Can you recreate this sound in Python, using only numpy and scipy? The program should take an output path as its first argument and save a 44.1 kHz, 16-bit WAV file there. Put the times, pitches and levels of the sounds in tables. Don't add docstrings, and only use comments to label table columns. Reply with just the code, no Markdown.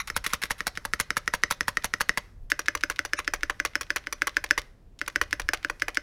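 import sys
import numpy as np
from scipy import signal
from scipy.fft import rfft, irfft
from scipy.io import wavfile

SR = 44100
rng = np.random.default_rng(int(sys.argv[2]) if len(sys.argv) > 2 else 0)


def materialize(psi):
    bounded = np.clip(np.atleast_2d(psi).T, -1, 1)
    quanta = np.round(bounded * 32767).astype(np.int16)
    wavfile.write(sys.argv[1], SR, quanta)


def to_linear_factor(level_db):
    exponent = np.asarray(level_db, float) / 20
    return 10 ** exponent


N = 265482

GREASED_FROM_S = 2.4

# f/Hz, level/dB per Hz
ROOM_TONE = [(53, -22.5), (90, -2), (185, -11), (211, -14), (245, -13.5), (333, -16), (655, -22.5),
             (1060, -32), (2820, -39), (15100, -52.5), (16500, -61.5)]
# t/s, level/dB
DESK_JOLTS = [
    (0.0, -41),
    (0.18, -44.5),
    (0.86, -46),
    (1.851, -45.5),
    (2.441, -42.5),
    (3.44, -45),
    (4.43, -51),
    (5.45, -39.5),
]
# t/s, length/ms, level/dB, swell/dB
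BAND_NOISES = [
    (0.0, 23.2, -34.5, -16.5),
    (0.142, 32, -67, -1),
    (1.017, 28.0, -53, -12.5),
    (1.527, 26.0, -54.5, -11.5),
    (3.163, 35, -58, 24.5),
]
# f/Hz, level/dB
BAND_NOISE_ZONES = [
    [(1250, 4), (2100, 5), (3000, -7.5), (3900, 1), (4650, -12.5), (5700, -2.5), (6600, -7.5),
     (10900, -5.5), (12900, -12)],
    [(2300, 14.5), (4000, 13), (5300, -1), (6700, -14.5), (10700, -14.5)],
    [(3000, -1.5), (4000, 0), (5200, -7), (6000, -7), (6800, -1), (10900, -10)],
    [(2400, 2.5), (4000, 1), (5100, 0), (6000, -0.5), (6700, -3), (10900, -4.5), (14800, -6)],
    [(1550, 1), (2400, 2), (3800, -7), (5700, -2), (6550, -5), (9500, -8.5)],
]
# t/s, level/dB, centre f/Hz
FINGER_TAPS = [(0.0737, -20, 5730), (0.2422, -20, 3300), (0.5851, -50, 5400), (0.7613, -30.5, 4200),
               (1.42, -40.5, 5500), (2.5025, -19, 6400), (2.659, -23, 3850), (2.8092, -25, 3600),
               (2.961, -26, 3700), (3.0924, -42, 3110), (3.2464, -29, 3960), (3.409, -33.5, 3400),
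               (3.735, -38, 2200), (3.867, -38.5, 3000), (4.04, -35, 2200), (4.183, -45, 2500),
               (4.3444, -36.5, 3600), (5.125, -44, 5500), (1.259, -39.5, 6000), (1.753, -41, 6500),
               (1.983, -47, 8130), (4.49, -37.5, 4400), (4.9903, -27, 4900), (5.3097, -26, 4500),
               (5.6282, -29.5, 2610), (5.798, -26, 4500), (5.9464, -21.5, 6200)]
# t/s, level/dB, length/ms
BAR_ROCKS = [
    (0.075, -52.5, 14.4),
    (0.2398, -48.5, 16),
    (0.29, -61, 53),
    (0.4165, -48, 7.6),
    (0.4264, -44, 5),
    (0.452, -59, 14),
    (0.579, -62, 33),
    (2.5, -55, 7.6),
]
# t/s, peak level/dB, brightness/dB, wire rattle/dB
DRY_PRESSES = [(0.1001, -15, -3.5, -26), (0.263, -11, -7, -9), (0.435, -10, -8, -12),
               (0.605, -12.5, -8, -37), (0.7734, -15, -5, -23.5), (0.9346, -8, -4, -25),
               (1.1045, -9, -4.5, -36.5), (1.2765, -8.5, -4, -31), (1.4349, -3.5, -4, -50.5),
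               (1.6071, -7, -5, -32.5), (1.7703, -8, -4.5, -28), (1.937, -7.5, -5.5, -31.5),
               (2.0926, -5, -3.5, -32.5)]
# t/s, peak level/dB, brightness/dB, wire rattle/dB
GREASED_PRESSES = [(2.5173, -6.5, -7, -25), (2.6829, -7, -7.5, -27), (2.8352, -7, -7.5, -25),
                   (2.9907, -9.5, -7, -22), (3.1334, -7.5, -7.5, -34), (3.277, -9, -7, -25),
                   (3.4319, -10, -7.5, -22), (3.5996, -10, -9, -32), (3.7538, -9.5, -5.5, -18),
                   (3.9034, -10, -7.5, -20.5), (4.0696, -16, -11.5, -26), (4.2187, -7.5, -9, -26),
                   (4.3675, -7, -8, -20), (4.5082, -4, -7.5, -25), (5.0139, -13, -11, -24),
                   (5.1587, -8, -9.5, -28), (5.3276, -9, -7, -19), (5.4883, -8.5, -7.5, -32),
                   (5.6466, -10.5, -10, -37), (5.82, -9, -9, -26), (5.971, -9, -8, -36)]
# t/s, peak level/dB, wire rattle/dB, rattle length/ms, weight of low modes/dB
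DRY_RETURNS = [(0.1642, -12, -8, 5.6, -11), (0.334, -10.5, -13, 8.3, -24), (0.5065, -11.5, -12, 5.9, -13),
               (0.6684, -12.5, -6.5, 5.8, -3), (0.851, -17.5, -4.5, 3.2, 5), (0.9996, -10.5, -6, 4.2, -5),
               (1.1684, -10.5, -11.5, 7.4, -6), (1.3372, -10, -8.5, 7.1, 1.5), (1.5094, -11, -13, 7.3, -2),
               (1.681, -11, -12, 5.5, -4), (1.8433, -12, -6, 7.4, 1.5), (2.0074, -11, -7.5, 5.4, -2),
               (2.174, -10.5, -10.5, 6.4, -1)]
# t/s, peak level/dB, wire rattle/dB, rattle length/ms, rebound tick/dB
GREASED_RETURNS = [(2.592, -16.5, -12.5, 8.8, -32), (2.751, -12.5, -34, 8.6, -26),
                   (2.8993, -14, -11, 10, -32), (3.0501, -18.5, -21, 6.7, -57),
                   (3.1897, -16.5, -9.5, 9, -57), (3.3363, -13, -10.5, 8.2, -29),
                   (3.4976, -12.5, -12, 6.4, -48), (3.65, -13, -9, 7, -26), (3.8102, -20, -1, 5, -27),
                   (3.9602, -15.5, 0, 6.9, -28), (4.1255, -19, -1, 4.7, -53), (4.2704, -14, -3.5, 6.2, -25),
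                   (4.4402, -17.5, -2.5, 3.7, -29), (4.5776, -11, -15, 10.5, -49.5),
                   (5.078, -19, 0, 3.4, -29), (5.2135, -8, -18, 8.3, -26), (5.3973, -16.5, -13, 5.9, -24),
                   (5.5341, -11, -7, 7.7, -50), (5.6983, -14, -26, 6.6, -55), (5.882, -14.5, -16, 6.9, -32)]
# brightness/dB, rattle dullness/dB per octave, slack noise/dB
DRY_RETURN_COLOUR = [(2.5, -1.5, -58), (2.5, 0, -54.5), (-5, -1.5, -53.5), (3.5, 0, -60), (-1.5, -2.5, -69),
                     (3, -2, -52), (-2.5, -1, -57), (-2.5, 0.5, -60), (3, -1.5, -51.5), (-1, 3.5, -58),
                     (2, -1, -53), (-3, -1.5, -52.5), (-3, 1, -72.5)]
# brightness/dB, rattle dullness/dB per octave, low modes/dB
GREASED_RETURN_COLOUR = [(2.5, 4, 0), (-2, 0, 0), (0.5, 4, 1), (-1, 6, 2), (-2, 5, 4), (0, 2.5, 5),
                         (-7, 10, 6), (1.5, 4, 2), (5.5, 2, 5), (1.5, 6, -2), (4, 0.5, 6), (2.5, 5, -12),
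                         (-1, 1, -2), (-3, 2.5, 0), (0, 1, 3), (-6, 1.5, -2.5), (1, 5, 3), (-0.5, 3.5, 4.5),
                         (-6, -1, 4.5), (-5, 10.5, 5.5)]
REBOUND_DELAY_MS = [25, 23, 23.5, 23, 23, 23.5, 23, 21.5, 21.5, 22, 23, 23, 22, 23, 21.3, 21.5, 21, 23, 23,
                    21]
# t/s, level/dB, length/ms
WIRE_SLAPS = [(0.1685, -60, 2.4), (0.174, -42, 2.0), (0.3415, -48, 2.7), (0.513, -45, 4.2),
              (0.677, -44, 3.5), (0.856, -51, 2.3), (1.0082, -38, 2.8), (1.176, -49, 2.0),
              (1.179, -47, 2.0), (1.3485, -48, 3.0), (1.5137, -50, 1.5), (1.5195, -62, 1.7),
              (1.5212, -41.5, 2.5), (1.686, -46.5, 4.4), (1.853, -56, 3.4), (2.0132, -44, 3.2),
              (2.179, -53.5, 3.5), (2.758, -60.5, 2.0), (2.9083, -56, 3.6), (3.057, -46, 1.5),
              (3.198, -64, 2.0), (3.506, -60, 2.0), (3.656, -66, 2.1), (3.663, -67, 2.0), (3.818, -56, 2.5),
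              (3.965, -59, 2.0), (3.9696, -60, 1.8), (4.2765, -59, 2.5), (4.5865, -50, 2.05),
              (5.224, -65, 2.5), (5.403, -58, 2.0), (5.889, -62, 3.6)]
# t/s, level/dB
STRAY_KNOCKS = [(0.254, -32), (0.2649, -40), (0.343, -35), (0.4675, -40), (0.7535, -30), (1.173, -17),
                (1.5154, -34), (1.6304, -32.5), (1.823, -31), (2.1423, -40), (3.0572, -21), (3.1405, -29),
                (3.504, -24), (3.659, -17), (3.8206, -38), (4.5833, -14), (4.5944, -24.5), (4.6176, -28.5),
                (5.0622, -26), (5.5733, -29), (5.685, -38), (5.955, -26)]
# f/Hz, t60/s, level/dB
WIRE_MODES = [(1106, 0.019, -3.5), (1540, 0.0051, 2), (2100, 0.0071, 2), (2500, 0.0014, 8),
              (3600, 0.003, 0), (4500, 0.0012, 3.5), (5500, 0.016, -19), (5480, 0.0076, -6.5),
              (6670, .009, -11), (9100, 0.00094, 2.5), (11000, 0.0029, -0.5), (13050, 0.015, -18.5),
              (13400, 0.007, -20.5), (14800, .005, -20)]
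# f/Hz, t60/s, level/dB dry down, dry up, greased down, greased up
DESK_MODES = [(37.4, 0.054, -3, 3.5, -9.5, 4.5), (64.6, 0.086, -4, -3, -8.5, 0.5),
              (97, 0.079, -18.5, -1.5, -11.5, -22)]
# f/Hz, t60/s, level/dB dry down, dry up, greased down, greased up
CASE_MODES = [(178, 0.03, -0.5, -1.5, -47.5, -25), (290, 0.038, -2.5, -14, -0.5, -2.5),
              (343, 0.013, 4.5, -24, 4.5, 7.5), (476, 0.033, -3, -6.5, -8.5, 1),
              (568, 0.073, -23.5, -20, -18.5, -17), (598, 0.11, -16, -18, -14.5, -10),
              (590, 0.034, -21, -8.5, -11, -3), (698, 0.04, -12.5, -20.5, -16.5, -14.5)]
# f/Hz, t60/s, level/dB dry down, dry up, greased down, greased up
KEY_MODES = [(860, 0.016, -22.5, -1.5, -42.5, -13.5), (927, 0.036, -25.5, 3.5, -34, -17.5),
             (1180, 0.04, -25, -10, -30.5, -5), (1350, 0.01, 5, -0.5, -48.5, -28),
             (1537, 0.03, -7, -7.5, 0, -8.5), (1632, 0.02, -17, -10, -1.5, -9),
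             (1726, 0.023, -8.5, -7, 1, -6), (1877, 0.018, 0, -7, -21.5, -4),
             (1962, 0.014, -4.5, -14, -2, -16.5), (2050, 0.025, -25, -11, -9.5, -7),
             (2390, 0.016, -29.5, -20, -16.5, -6), (2660, 0.01, -25, -16.5, -45, -15.5),
             (3000, 0.0013, -8.5, -16, -49.5, -19.5), (3750, 0.008, -14.5, -14.5, -31, -30.5),
             (4400, 0.0011, -19.5, 7.5, -46, 7.5), (4970, 0.0081, -1, -6.5, 4, 2.5),
              (5314, 0.0091, 1, -12, 5, -13), (5680, 0.027, -19, -10.5, -20, -3),
              (6005, 0.03, -7, -7.5, -4.5, -1), (6660, 0.026, -21, -13, -20.5, -7),
              (6870, 0.0056, -22, -8.5, -51.5, -2.5), (8530, 0.0023, -7.5, -3.5, -1.5, -2),
              (9160, 0.0049, -14.5, -4, -12, 0.5), (10750, 0.004, -6.5, -1, -6, 2.5),
              (11900, 0.024, -19.5, -11.5, -16, -16.5), (13100, 0.012, -23, -12.5, -17, -6.5),
              (15100, .008, -26.5, -14.5, -16, -9.5)]
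# f/Hz, t60/s of case, t60/s of room, level/dB
TAIL_BANDS = [(201, 0.17, 0.2, -3.5), (600, 0.12, 0.69, 2), (829, 0.068, 0.1, 4.5), (1630, 0.04, 0.27, 1.5),
              (3850, 0.049, 0.36, 3.5), (9200, 0.15, 0.036, -9.5), (15000, .04, .12, -14.5)]
# f/Hz, t60/s, level/dB
COIL_SPRINGS = [(4830, .22, -71), (4940, .18, -70), (5120, .12, -70)]

AIR_DB, RUMBLE_DB = -59, -54
JOLT_RISE_S, JOLT_FALL_S = 0.066, 0.028
SLIDE_DB = (-51, -52)
SLIDE_HOLD_S, SLIDE_FADE_DB_PER_S = 0.065, 104
ZONE_WIDTH_HZ = 520
SETTLE_S, SETTLE_DB = 0.0064, -8
SLIDER_LEAD_S, SLIDER_DB, SLIDER_HZ = 0.0049, -35, 3540
BOUNCE_S, BOUNCE_DB, BOUNCE_HZ = (0.013, 0.0153), (-33.5, -43), 3300
REBOUND_HZ = 3400
STRAY_HZ = 3700
TICK_FOCUS_DB = 7
SLAP_DULL_DB = -0.5
SLACK_LEAD_S, SLACK_MS = 0.0081, 5.5
HEAVY_BELOW_HZ, BRIGHT_ABOVE_HZ = 1300, 4000
PLASTIC_CYCLES, PLASTIC_T60_S = 140, 0.026
DOWN_THUD_DB, UP_THUD_DB, UP_BRIGHT_DB = (-19.5, -16.5), (-8.5, -13), (-3, -7)
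THUD_PER_DB = -0.19


def rms_one(x):
    return x / np.sqrt(np.mean(x ** 2) + 1e-20)


def coloured(spectrum, size):
    hz = np.fft.rfftfreq(size, 1 / SR) + 1
    points = np.array(spectrum)
    shape = to_linear_factor(np.interp(np.log(hz), np.log(points[:, 0]), points[:, 1]))
    return rms_one(irfft(rfft(rng.standard_normal(size)) * shape, size))


def by_grease(s, pair):
    return np.where(s < GREASED_FROM_S, *pair)


def ring(clicks, hz, t60):
    r = to_linear_factor(-60 / (t60 * SR))
    w = 2 * np.pi * hz / SR
    return signal.lfilter([0, np.sin(w)], [1, -2 * r * np.cos(w), r * r], clicks + 1e-18)


def clicks_at(seconds, sizes):
    at = np.clip(np.round(np.asarray(seconds) * SR).astype(int), 0, N - 1)
    return np.bincount(at.ravel(), np.ravel(sizes), minlength=N)


def high_pass(x, hz, order):
    return signal.sosfilt(signal.butter(order, hz, "high", fs=SR, output="sos"), x)


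def band_pass(x, low, high, order):
    return signal.sosfilt(signal.butter(order, [low, high], "band", fs=SR, output="sos"), x)


def room_tone():
    return to_linear_factor(AIR_DB) * coloured(ROOM_TONE, N)


def jolted():
    t = np.arange(N) / SR
    level = np.full(N, to_linear_factor(RUMBLE_DB))
    for s, db in DESK_JOLTS:
        level += to_linear_factor(db) * np.exp(np.minimum((t - s) / JOLT_RISE_S, (s - t) / JOLT_FALL_S))
    return level


def rumble():
    shape = [(8, -18.5), (28, 4.5), (60, -3.5), (110, -13.5), (200, -36.5), (400, -64.0)]
    return jolted() * coloured(shape, N)


def travel_db():
    t = np.arange(N) / SR
    strokes = DRY_PRESSES + DRY_RETURNS + GREASED_PRESSES + GREASED_RETURNS
    moved = np.sort([0] + [row[0] for row in strokes])
    since = t - moved[np.searchsorted(moved, t, "right") - 1]
    return by_grease(t, SLIDE_DB) - SLIDE_FADE_DB_PER_S * np.maximum(since - SLIDE_HOLD_S, 0)


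def slide():
    shape = [(500, -20.5), (1000, 0.5), (1900, 0), (3000, -18.0),
             (5500, -8.5), (7500, -18.0), (11000, -17.0), (16000, -30.5)]
    return to_linear_factor(travel_db() - 9.5) * coloured(shape, N)


def band_noise():
    out = np.zeros(N)
    for (s, ms, db, swell_db), zones in zip(BAND_NOISES, BAND_NOISE_ZONES):
        size, start = round(ms / 1000 * SR), round(s * SR)
        shape = to_linear_factor(db + swell_db * np.arange(size) / size) * signal.windows.tukey(size, 0.2)
        for hz, zone_db in zones:
            noise = band_pass(rng.standard_normal(4000), hz - ZONE_WIDTH_HZ / 2, hz + ZONE_WIDTH_HZ / 2, 4)
            noise = rms_one(noise[1000:])
            out[start:start + size] += to_linear_factor(zone_db) * shape * noise[:size]
    return out


def ticks_table():
    tap_s, tap_db, tap_hz = np.transpose(FINGER_TAPS)
    stray_s, stray_db = np.transpose(STRAY_KNOCKS)
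    down_s, down_db = np.transpose(DRY_PRESSES + GREASED_PRESSES)[:2]
    greased_down_s = np.transpose(GREASED_PRESSES)[0]
    greased_up = np.transpose(GREASED_RETURNS)
    rebound_s = greased_up[0] + np.array(REBOUND_DELAY_MS) / 1000
    bounce_s = down_s + by_grease(down_s, BOUNCE_S)
    bounce_db = down_db + by_grease(down_s, BOUNCE_DB)
    groups = [(tap_s, tap_db, tap_hz),
              (tap_s + SETTLE_S, tap_db + SETTLE_DB, tap_hz),
              (stray_s, stray_db, STRAY_HZ),
              (rebound_s, greased_up[4], REBOUND_HZ),
              (greased_down_s - SLIDER_LEAD_S, SLIDER_DB, SLIDER_HZ),
              (bounce_s, bounce_db, BOUNCE_HZ)]
    return np.concatenate([np.transpose(np.broadcast_arrays(*group)) for group in groups])


def tick_clicks(s, db, centre_hz, hz):
    near_db = -TICK_FOCUS_DB * np.log2(hz / centre_hz) ** 2
    fading_db = np.array([0.5, -21.0, -2.0, -2.0])
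    luck = rng.choice([-1, 1], s.shape) * to_linear_factor(rng.standard_normal(s.shape))
    return clicks_at(s, to_linear_factor(db - 9.5 + fading_db + near_db) * luck)


def shaken(seconds, level_db, length_ms, rise, edge):
    out = np.zeros(N)
    for s, db, ms in np.broadcast(seconds, level_db, length_ms):
        t = np.arange(round(0.09 * SR)) / SR / (ms / 1000)
        start = round(s * SR)
        swell = np.minimum(rise * t, 1) * np.exp(-t ** edge)
        out[start:start + len(t)] += (to_linear_factor(db) * swell)[:N - start]
    return out


def rocking():
    back = np.transpose(DRY_RETURNS + GREASED_RETURNS)[0]
    slack_db = np.transpose(DRY_RETURN_COLOUR + GREASED_RETURN_COLOUR)[2]
    out = shaken(*np.transpose(BAR_ROCKS), rise=17.0, edge=1.8)
    slack_db = by_grease(back, (slack_db, -99))
    return out + shaken(back - SLACK_LEAD_S, slack_db, SLACK_MS, rise=1.8, edge=8.0)


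def chatter():
    s, peak_db, _, rattle_db = np.transpose(DRY_PRESSES + GREASED_PRESSES)
    back, back_db, shake_db, ms, _ = np.transpose(DRY_RETURNS + GREASED_RETURNS)
    bottom = shaken(s, peak_db + rattle_db - 20.0, 6.5, rise=6.0, edge=0.98)
    leaf = shaken(s - 0.0042, peak_db - 58.5, 2.3, rise=8.0, edge=3.6)
    top = shaken(back, back_db + shake_db - 22.5, 1.6 * ms, rise=1.1, edge=2.4)
    return bottom + leaf + top


def dullness():
    back = np.transpose(DRY_RETURNS + GREASED_RETURNS)[0]
    dull_db = np.transpose(DRY_RETURN_COLOUR + GREASED_RETURN_COLOUR)[1]
    latest = np.searchsorted(back - 0.01, np.arange(N) / SR) - 1
    return dull_db[np.clip(latest, 0, None)]


def wire():
    s, db, centre_hz = np.transpose(ticks_table())[:, :, None]
    burst = s + np.array([0, 0.0006, 0.0014, 0.0026]) * rng.uniform(0.39, 1.4, (len(s), 4))
    contacts_per_s = 3500
    contact = rng.random(N) < contacts_per_s / SR
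    sizes = rms_one(to_linear_factor(3.0 * np.minimum(rng.exponential(1, N), 4)) * contact)
    rattling, dull_db, rocks = chatter(), dullness(), rocking()
    slaps = shaken(*np.transpose(WIRE_SLAPS), rise=3.3, edge=0.75)
    out = np.zeros(N)
    for hz, t60, mode_db in WIRE_MODES:
        octaves = np.log2(hz / 2500)
        shake = rattling * to_linear_factor(-dull_db * octaves)
        shake += slaps * to_linear_factor(-SLAP_DULL_DB * octaves)
        shake += rocks * to_linear_factor(-octaves)
        clicks = sizes * shake * rng.standard_normal(N) + tick_clicks(burst, db, centre_hz, hz)
        out += to_linear_factor(mode_db) * ring(clicks, hz, min(t60, PLASTIC_T60_S / 2))
    return high_pass(out, 1200.0, order=2)


def struck(modes, column, s, level_db, scatter_db):
    out = np.zeros(N)
    for k, mode in enumerate(modes):
        mode_db = by_grease(s, (mode[column], mode[column + 2]))
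        size = to_linear_factor(level_db(mode[0]) + mode_db + scatter_db * rng.standard_normal(s.shape))
        together = HEAVY_BELOW_HZ < mode[0] < BRIGHT_ABOVE_HZ
        sign = 1 if together else (-1) ** k
        out += sign * ring(clicks_at(s, size), *mode[:2])
    return out


def seated(seconds, free_s, damp_db):
    t = np.arange(N) / SR
    since = t - seconds[np.clip(np.searchsorted(seconds, t) - 1, 0, None)]
    return to_linear_factor(-damp_db * np.clip((since - free_s) / 0.00059, 0, 1))


def plastic_modes():
    modes = []
    for hz, t60, *db in KEY_MODES:
        longest = PLASTIC_T60_S * (2 if hz < HEAVY_BELOW_HZ else 1)
        modes.append((hz, min(t60, longest, PLASTIC_CYCLES / hz), *db))
    return modes


def stroke_rows(s, peak_db, bright_db, weight_db, thud_db):
    thud = by_grease(s, thud_db) + THUD_PER_DB * (peak_db + 10.5)
    return np.transpose([s, peak_db, bright_db, weight_db, thud])


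def knocks(rows, column, contacts, body_db, bright_db, thud_db, scatter_db, low_hz, free_s, damp_db):
    s, peak_db, bright, weight, thud = np.transpose(rows)[:, :, None]
    delay, contact_db = np.transpose(contacts)
    at = s + delay * rng.uniform(0.64, 1.3, (len(s), len(delay)))

    def blow_db(hz):
        light = (weight - 30 * (delay > 0)) * (hz < HEAVY_BELOW_HZ)
        return peak_db + body_db + contact_db + light + (bright + bright_db) * (hz > BRIGHT_ABOVE_HZ)

    bar = struck(plastic_modes(), column, at, blow_db, scatter_db)
    bar *= seated(s[:, 0], free_s, damp_db)
    case = struck(CASE_MODES, column, s + 0.0012, lambda hz: peak_db + thud + thud_db, 1.0)
    desk = struck(DESK_MODES, column, s + 0.00084, lambda hz: peak_db - 25.5, 3.7)
    desk = signal.sosfilt(signal.butter(2, 130.0, fs=SR, output="sos"), desk)
    return high_pass(bar, low_hz, order=4) + high_pass(case, 170.0, order=2) + desk


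def presses():
    s, peak_db, bright_db, _ = np.transpose(DRY_PRESSES + GREASED_PRESSES)
    rows = stroke_rows(s, peak_db, bright_db, 0 * s, DOWN_THUD_DB)
    return knocks(rows, column=2, contacts=[(0.00082, -0.24), (0.0027, -10)],
                  body_db=-8.0, bright_db=-0.5, thud_db=-1.5, scatter_db=1.4,
                  low_hz=1443.0, free_s=0.012, damp_db=5.0)


def returns():
    s, peak_db, _, _, dry_weight_db = np.transpose(DRY_RETURNS + GREASED_RETURNS)
    shine_db, _, greased_weight_db = np.transpose(DRY_RETURN_COLOUR + GREASED_RETURN_COLOUR)
    bright_db = by_grease(s, UP_BRIGHT_DB) + shine_db
    weight_db = by_grease(s, (dry_weight_db, greased_weight_db))
    rows = stroke_rows(s, peak_db, bright_db, weight_db, UP_THUD_DB)
    return knocks(rows, column=3, contacts=[(0, -4), (0.0010, -1.5), (0.002, -2.5), (0.004, -8)],
                  body_db=-8.5, bright_db=0.5, thud_db=-5.5, scatter_db=2.5,
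                  low_hz=656.0, free_s=0.0053, damp_db=4.5)


def tail(x, case_db, room_db):
    size = round(0.5 * SR)
    t, table = np.arange(size) / SR, np.array(TAIL_BANDS)
    answer = np.zeros(size)
    edges = 100 * 2 ** np.arange(0, 7.6, 0.5)
    for low, high in zip(edges, edges[1:]):
        case_s, room_s, db = (np.interp(np.log(low * 1.27), np.log(table[:, 0]), c) for c in table.T[1:])
        band = band_pass(rng.standard_normal(size), low, high, 2)
        case = to_linear_factor(db + case_db - 60 * t / case_s)
        room = to_linear_factor(db + room_db - 60 * t / room_s)
        answer += band * (case + room)
    answer *= np.clip((t - 0.002) / 0.0017, 0, 1)
    return signal.fftconvolve(x, answer)[:N]


def springs(x):
    return sum(to_linear_factor(db) * ring(x, hz, t60) for hz, t60, db in COIL_SPRINGS)


def scene():
    background = room_tone() + rumble() + slide()
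    keys = band_noise() + wire() + presses() + returns()
    wet = tail(keys, case_db=-40.5, room_db=-52.0) + springs(keys)
    return (background + keys + wet)[None]


def band_limit(x):
    return signal.sosfilt(signal.butter(12, 16980, fs=SR, output="sos"), x)


def record(dry):
    cut = signal.sosfilt(signal.cheby2(12, 70, 17500, fs=SR, output="sos"), dry)
    return band_limit(cut)


dry = scene()
out = record(dry)
materialize(out)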